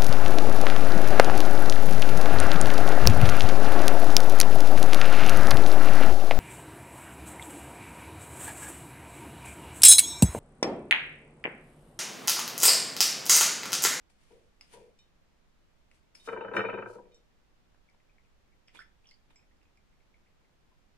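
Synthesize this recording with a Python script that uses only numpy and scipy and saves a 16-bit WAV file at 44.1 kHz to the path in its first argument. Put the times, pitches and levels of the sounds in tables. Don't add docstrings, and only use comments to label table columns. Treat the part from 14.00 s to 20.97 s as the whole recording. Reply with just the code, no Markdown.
import sys
import numpy as np
from scipy import signal
from scipy.fft import rfft, irfft
from scipy.io import wavfile
from scipy.ndimage import uniform_filter1d

SR = 44100
rng = np.random.default_rng(int(sys.argv[2]) if len(sys.argv) > 2 else 0)


def dump_mix(stems):
    frames = np.atleast_2d(stems).T
    limited = np.clip(frames, -1, 1)
    pcm = np.round(limited * 32767).astype(np.int16)
    wavfile.write(sys.argv[1], SR, pcm)


def ratio(d):
    e = np.asarray(d, float) / 20
    return 10 ** e


N = 307597

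# frequency in Hz, strength in dB per Hz.
ROOM_TONE_COLOUR = [(15, 1), (34, -2), (70, -8.5), (124, -15), (200, -13.5), (264, -18), (500, -21),
                    (1000, -24.5), (2060, -28), (3500, -32), (6000, -37), (7600, -40), (8300, -44),
                    (12000, -47), (15200, -50.5)]
# frequency in Hz, side over middle in dB.
ROOM_TONE_WIDTH = [(25, -3.5), (125, -2.5), (500, -0.5), (2000, -0.5), (12000, 0.1)]
# frequency in Hz, left minus right in dB.
ROOM_TONE_PAN = [(60, -2.5), (110, -4.5), (200, -3.5), (380, -1.5), (700, 0.5), (1290, 0.5), (2380, 0),
                 (4400, -1), (8120, 0.5), (15000, -1)]
# frequency in Hz, time to fall 60 dB in seconds.
ECHO_T60 = [(100, 0.52), (1000, 0.27), (4000, 0.35), (12000, 0.046)]
# time in seconds, left minus right in dB.
MUZZLE_PAN = [(.1, 1.5), (.7, 2.5), (1.9, 3), (2.2, 1), (2.9, 3), (4.2, 5.5), (4.68, -1.5), (4.79, -7),
              (4.85, 0), (5.09, -4), (5.4, 0.5), (6.1, -1.5), (6.7, 1)]
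# loudest moment in seconds, level in dB, rise and fall in seconds
# (each spans 20 dB), share under 4 kHz in dB.
SNIFFS = [(.1, -71.5, .006, 0.061, -1), (.21, -78.5, 0.071, 0.58, 4), (.33, -81, 0.18, 0.087, 4.5),
          (.62, -71.5, .006, 0.1, 6.5), (.736, -61, 0.045, .07, 3.5), (.81, -80, .05, 0.2, 2),
          (1.948, -75.5, 0.055, 0.088, 2.5), (2.15, -64, 0.0045, 0.14, 0), (2.263, -59.5, 0.034, 0.052, -2),
          (2.33, -77, 0.055, .08, -13), (2.563, -61.5, 0.0296, 0.058, -13), (2.894, -70, 0.044, 0.12, -10),
          (2.94, -74, 0.046, 0.065, -3.5), (4.75, -66, 0.016, 0.089, 9.5), (4.82, -76.5, 0.073, 0.023, 3),
          (5.1, -79, 0.097, .08, 1.5), (5.303, -80, .008, 0.057, 14), (5.35, -84, .015, .02, 1.5)]
# frequency in Hz, strength in dB per Hz.
SNIFF_COLOURS = [
    [(400, 2), (800, -4), (2400, 0), (3600, -3.5), (5000, -24), (7000, -56)],
    [(2500, -38.5), (4200, 0), (7000, -3.5), (9600, -1), (11000, -29), (14000, -38)],
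    [(7000, -45), (10000, 3.5), (12500, -5.5), (15000, -12.5)],
]
# start in seconds, peak in dB, starting pitch in Hz, time to fall 60 dB in seconds.
PLIPS = [(.611, -48, 5060, .012), (2.152, -44.5, 5150, .012), (3.887, -60.5, 2160, .012),
         (4.094, -63.5, 2390, .011), (4.182, -57.5, 2073, .011), (4.521, -65.5, 2150, 0.013),
         (4.676, -55.5, 5140, .0087), (4.682, -52.5, 2750, 0.0049), (4.691, -56, 1980, .0089),
         (4.748, -55, 956, 0.013), (4.755, -48.5, 2380, 0.034), (4.771, -48, 3470, 0.014),
         (4.79, -52.5, 4760, .0099), (4.79, -39.5, 1466, 0.043), (4.803, -45, 1665, .022),
         (4.815, -49, 1960, 0.022), (4.83, -62, 1450, 0.023), (5.043, -61, 2410, .011),
         (5.056, -56, 3010, 0.0041), (5.07, -54.5, 5470, 0.014), (5.087, -61.5, 3180, .012),
         (5.089, -52, 5100, .012), (5.11, -53.5, 4550, 0.036), (5.112, -55, 2090, 0.036),
         (5.113, -61.5, 2920, .014), (5.14, -57, 4660, .016), (5.358, -57.5, 2290, 0.026),
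         (5.392, -62.5, 2390, 0.011), (5.614, -64.5, 2510, .011), (5.653, -65.5, 2420, .012),
         (5.773, -62, 2260, .013), (5.927, -68, 2190, .011), (6.003, -65.5, 2220, .011),
         (6.141, -60, 2210, 0.019), (6.261, -68, 2050, .012), (6.716, -66, 983, .019)]
# start in seconds, peak in dB, share under 1.8 kHz in dB,
# share above 4 kHz in dB, left minus right in dB.
SMACKS = [(0.1, -57, -13, -22, 15), (0.61, -40, -17, -22, 8), (0.611, -48, -23, -4, -14),
          (1.914, -50, -26, -28, 6), (2.152, -43.5, -23, -20.5, 11), (3.745, -57.5, -2.5, -21.5, 2),
          (3.899, -60, -17.5, -15.5, 6), (3.946, -58.5, -4, -27, 6), (4.682, -47.5, -25.5, -27, -2.5),
          (4.75, -54, -8, -22.5, 6), (5.111, -50, -26, -1.5, -6), (5.306, -58, -8, -38, -3.5),
          (5.569, -67, -13, -4.5, -15), (5.63, -62, -2, -16.5, -6.5), (5.773, -61, -24.5, -11.5, -12.5),
          (6.495, -64.5, 1, -24.5, 3)]
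# frequency in Hz, width in Hz, strength in dB.
MOUTH_MODES = [(990, 440, 8), (1530, 750, 12), (2315, 840, 0.5), (3040, 2300, -9), (5100, 290, 5),
               (7600, 360, 1), (9800, 800, 1), (11850, 2000, -12.5)]
# frequency in Hz, time to fall 60 dB in seconds,
# strength in dB when the foot knocks, strength in dB when the rim is tapped, left minus right in dB.
BOWL_MODES = [(114.1, 0.14, -14.5, -43.5, 0), (200.9, 0.14, -15, -38.5, 3), (303, 0.088, -13, -41.5, 0.5),
              (364, .07, -6, -41, 4), (404.5, 0.045, -8.5, -45.5, 1.5), (452.4, 0.11, -2.5, -46.5, 5.5),
              (477.8, 0.12, -1, -42.5, 3.5), (528.5, 0.09, -4.5, -33, 1.5), (586, 0.063, -8.5, -47.5, -11),
              (708.5, 0.039, -10, -46, -3), (839, 0.065, -8, -42, -3), (901.7, 0.089, -6.5, -39, 11),
              (957.3, .11, -2, -42, 3), (1122.5, 0.062, -11, -40.5, -4.5), (1240, 0.0077, -8, -13, 0.5),
              (1317.5, 0.031, 5.5, -32, 6), (1475.5, 0.041, -1, -19.5, -5), (1553.6, 0.05, -1.5, -28, 2),
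              (1689, 0.036, -7, -29, -3), (1855, 0.055, 2, -31, -1.5), (2050, 0.034, 3.5, -29.5, 1.5),
              (2255, 0.014, -0.5, -25, 2.5), (2350, .06, -0.5, -22, 19.5), (2420, 0.12, -0.5, 0, 10),
              (2572, 0.035, 5.5, -32, -2.5), (2750, 0.028, -21, -37.5, 9), (2993, 0.15, -10, -4.5, -9),
              (3695, 0.23, -23, -2.5, -6.5), (4200, 0.2, -29, -12, -5), (5190, 0.2, -41, -14, -2),
              (5766, 0.13, -47.5, -4.5, 3.5), (5540, 0.11, -51, -12.5, -6), (7370, .09, -48, -5.5, -8),
              (9620, 0.16, -47, -12.5, 7.5)]
# start in seconds, peak in dB, pitch the struck spot favours in Hz,
# spread in octaves, crack relative to the tap in dB.
RIM_TAPS = [(0.727, -55.5, 9620, 0.081, -20), (0.989, -54, 5170, 1, -10), (2.198, -57, 3695, 0.25, -25),
            (2.261, -49.5, 4320, 0.7, -8), (2.536, -58.5, 3900, 0.18, -8), (2.565, -43, 4930, 0.57, -6),
            (3.118, -62.5, 3695, 0.56, -12), (3.144, -56, 6400, 0.52, -9), (4.79, -58.5, 5190, .05, -20),
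            (5.358, -61, 5190, 0.081, -14.5), (5.358, -59.5, 7370, 0.23, -19)]
# time in seconds, peak in dB, share near 0.9 kHz in dB,
# share above 1.9 kHz in dB, touch just before, relative to the landing, in dB.
LANDINGS = [(2.285, -27, -5, -15, -3), (2.329, -28.5, -5.5, -16.5, -6), (2.372, -30, -8, -21, -0.5),
            (2.408, -28.5, -5.5, -18, -13.5), (2.446, -31, -3.5, -19, -7.5), (2.481, -34, -3, -25, -9),
            (2.513, -31.5, -8, -28.5, -16), (2.536, -26.5, -3.5, -21.5, -17.5), (2.548, -25, -9, -27, -18),
            (2.565, -17, -4, -8.5, -14), (2.591, -19, -2.5, -8, -4.5), (2.603, -24, -5.5, -14, -27),
            (2.649, -28, -6, -8, 2.5), (2.696, -27, -9, -5.5, 2.5), (2.739, -29.5, -10, -16.5, 0.5),
            (2.785, -30.5, -4, -17, -0.5), (2.822, -31.5, -6, -16.5, -14), (2.858, -32.5, -2, -25, -19),
            (2.895, -37, -3, -39, -20), (2.929, -48.5, -2, -34, -18), (2.953, -38, -7, -38, -19),
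            (2.984, -41, -5, -45, -20)]
# start in seconds, first peak in dB, first share near 0.9 kHz in dB, fade per rock in dB.
WOBBLES = [(.305, -51.5, -14, 2.1), (.736, -45.5, -2, 1.55), (3.03, -53, -13.5, 1.9)]


def colour(x, points):
    hz, db = np.transpose(points)
    f = np.arange(x.shape[-1] // 2 + 1) * SR / x.shape[-1] + 1
    gain = ratio(np.interp(np.log(f), np.log(hz), db))
    return irfft(rfft(x) * gain, x.shape[-1])


def unit(x):
    return x / np.sqrt(np.mean(x ** 2))


def rings(hz, t60, length_s, rise_cycles):
    t = np.arange(int(length_s * SR)) / SR
    rise = np.sin(np.pi / 2 * np.clip(t * np.c_[hz] / rise_cycles, 0, 1)) ** 2
    decay = np.exp(-np.log(1000) * t / np.c_[t60])
    return rise * decay * np.sin(2 * np.pi * np.c_[hz] * t)


def pan(db):
    return ratio(np.array([db, -db]) / 2)


def muzzle_pan(s):
    return pan(np.interp(s, *np.transpose(MUZZLE_PAN)))


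def add(out, s, sound, peak_db):
    i = int(s * SR)
    sound = sound[:, :N - i]
    out[:, i:i + sound.shape[1]] += sound * ratio(peak_db) / np.abs(sound.mean(axis=0)).max()


def chatter(decay_ms, share):
    ms = np.arange(1024) * 1000 / SR
    hits = share * rng.standard_normal(1024) ** 3 * np.exp(-ms / decay_ms)
    hits[0] = 1
    return hits[None]


def burst(lo_hz, hi_hz, decay_s):
    t = np.arange(4096) / SR
    rise_s = .002
    noise = rng.standard_normal((2, 4096)) * np.exp(-t / decay_s) * np.clip(t / rise_s, 0, 1)
    band = signal.butter(4, [lo_hz, hi_hz], "band", fs=SR, output="sos")
    return signal.sosfilt(band, noise + noise[0])


def room_tone():
    mid, side = colour(rng.standard_normal((2, N)), ROOM_TONE_COLOUR)
    scale = ratio(-67.5) / mid.std()
    side = colour(side, ROOM_TONE_WIDTH)
    left = colour(mid + side, [(hz, db / 2) for hz, db in ROOM_TONE_PAN])
    right = colour(mid - side, [(hz, -db / 2) for hz, db in ROOM_TONE_PAN])
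    return scale * np.array([left, right])


def room(x):
    wet_db = -11.0
    t = np.arange(int(.6 * SR)) / SR
    hz, t60 = np.transpose(ECHO_T60)
    echo = 0
    for centre in 90 * 2. ** np.arange(8):
        shape = [(centre / 2, -40), (centre / 1.3, 0), (centre * 1.3, 0), (centre * 2, -40)]
        band = colour(rng.standard_normal((2, len(t))), shape)
        band_t60 = np.interp(np.log(centre), np.log(hz), t60)
        echo = echo + band * np.exp(-np.log(1000) * t / band_t60)
    echo = echo * np.clip((t - .003) / 0.0031, 0, 1)
    echo = echo / np.sqrt(np.sum(echo ** 2, axis=1, keepdims=True))
    mono = x.mean(axis=0, keepdims=True)
    return ratio(wet_db) * signal.fftconvolve(mono, echo, axes=1)[:, :N]


def sniffs():
    top_db = -9
    t = np.arange(N) / SR
    grain = ratio(1.5 * unit(uniform_filter1d(rng.standard_normal(N), size=200)))
    low, mid, top = (unit(colour(grain * rng.standard_normal((2, N)), shape)) for shape in SNIFF_COLOURS)
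    nose, mouth = np.zeros(N), np.zeros(N)
    for s, db, rise_s, fall_s, low_db in SNIFFS:
        swell = ratio(db - 20 * np.maximum((s - t) / rise_s, (t - s) / fall_s))
        nose += swell
        mouth += ratio(low_db) * swell
    return muzzle_pan(t) * (nose * (mid + ratio(top_db) * top) + mouth * low)


def faint_plips(count):
    return [(np.interp(a, [0, 1], (3.6, 6.7)), -66.5 + 4 * b, 2180 * (0.893 + .2 * c), 0.0054)
            for a, b, c in rng.random((count, 3))]


def mouth_plips():
    fizz_db, fizz_s = -8.5, .018
    spread = 1 + 0.087
    out = np.zeros((2, N))
    t = np.arange(4096) / SR
    for s, db, hz, t60 in PLIPS + faint_plips(count=6):
        fade = t / t60
        glide = np.sin(2 * np.pi * hz * t * (1 + 0.1 * fade))
        rise = np.clip(t * hz / 2.2, 0, 1) ** 2
        plip = glide * np.exp(-np.log(1000) * fade) * rise
        sides = np.c_[muzzle_pan(s)]
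        add(out, s, sides * signal.fftconvolve(plip[None], chatter(3.5, .04)), db)
        add(out, s, sides * burst(hz / spread, hz * spread, fizz_s), db + fizz_db)
    return out


def lip_smacks():
    out = np.zeros((2, N))
    hz, width, gain_db = np.transpose(MOUTH_MODES)
    modes = rings(hz, np.log(1000) / (np.pi * width), .02, rise_cycles=1.7)
    for s, db, low_db, high_db, pan_db in SMACKS:
        click = ratio(gain_db + (hz < 1800) * low_db + (hz > 4000) * high_db) @ modes
        add(out, s, np.c_[pan(pan_db)] * signal.fftconvolve(click[None], chatter(3.1, 0.023)), db)
    return out


def knocks(count):
    rock_s, scatter = .019, 0.296
    rows = []
    for s, db, low_db, high_db, touch_db in LANDINGS:
        rows.append((s - .011, db + touch_db, -7.5, -6, -30.5))
        mid_db = 12.5 + low_db + 0.6 * high_db
        rows.append((s, db, low_db, mid_db, high_db))
    for s, db, low_db, fade_db in WOBBLES:
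        for k in range(count):
            late_s = scatter * rock_s * min(k, 1) * rng.random()
            rows.append((s + k * rock_s + late_s, db - k * fade_db, low_db - k * 3, -32, -31.5))
    return rows


def bowl():
    grit_db, grit_upper_db, grit_s = -13, -6, .012
    out = np.zeros((2, N))
    hz, t60, knock_db, tap_db, pan_db = np.transpose(BOWL_MODES)
    modes, sides = rings(hz, t60, 0.34, rise_cycles=4.2), pan(pan_db)
    for s, db, low_db, mid_db, high_db in knocks(count=9):
        share = np.interp(hz, [636, 780, 970, 1170, 1690, 1900],
                          [0, low_db, low_db, mid_db, mid_db, high_db])
        uneven_db = 2.5 * rng.standard_normal(len(hz))
        body = (sides * ratio(knock_db + share + uneven_db)) @ modes
        add(out, s, signal.fftconvolve(body, chatter(4.5, .02)), db)
        grit = burst(250, 792, grit_s)
        grit = grit + ratio(mid_db + grit_upper_db) * burst(800, 1700, grit_s)
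        grit = grit + ratio(high_db + grit_upper_db) * burst(1700, 2990, grit_s)
        add(out, s, grit, db + grit_db)
    crack_band = signal.butter(3, [3200, 8000], "band", fs=SR, output="sos")
    for s, db, spot_hz, spread, crack_db in RIM_TAPS:
        gains = ratio(tap_db - 5.7 * (np.log2(hz / spot_hz) / spread) ** 2)
        add(out, s, (sides * gains) @ modes, db)
        crack = rng.standard_normal((2, 1024)) * np.exp(-np.arange(1024) / (0.0011 * SR))
        add(out, s, signal.sosfilt(crack_band, crack), db + crack_db)
    return out


def scene():
    right_lag_ms = 0.068
    near = bowl() + mouth_plips() + lip_smacks() + sniffs()
    f = np.arange(N // 2 + 1) * SR / N
    late = np.exp(-2j * np.pi * f * right_lag_ms / 1000)
    direct = np.array([near[0], irfft(rfft(near[1]) * late, N)])
    return direct + room(near) + room_tone()


def low_pass(x):
    return signal.sosfilt(signal.butter(12, 15640, fs=SR, output="sos"), x)


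def record(dry):
    top_cut = signal.ellip(8, .2, 60, 15200, fs=SR, output="sos")
    finished = signal.sosfilt(top_cut, dry)
    return low_pass(finished)


dry = scene()
out = record(dry)
dump_mix(out)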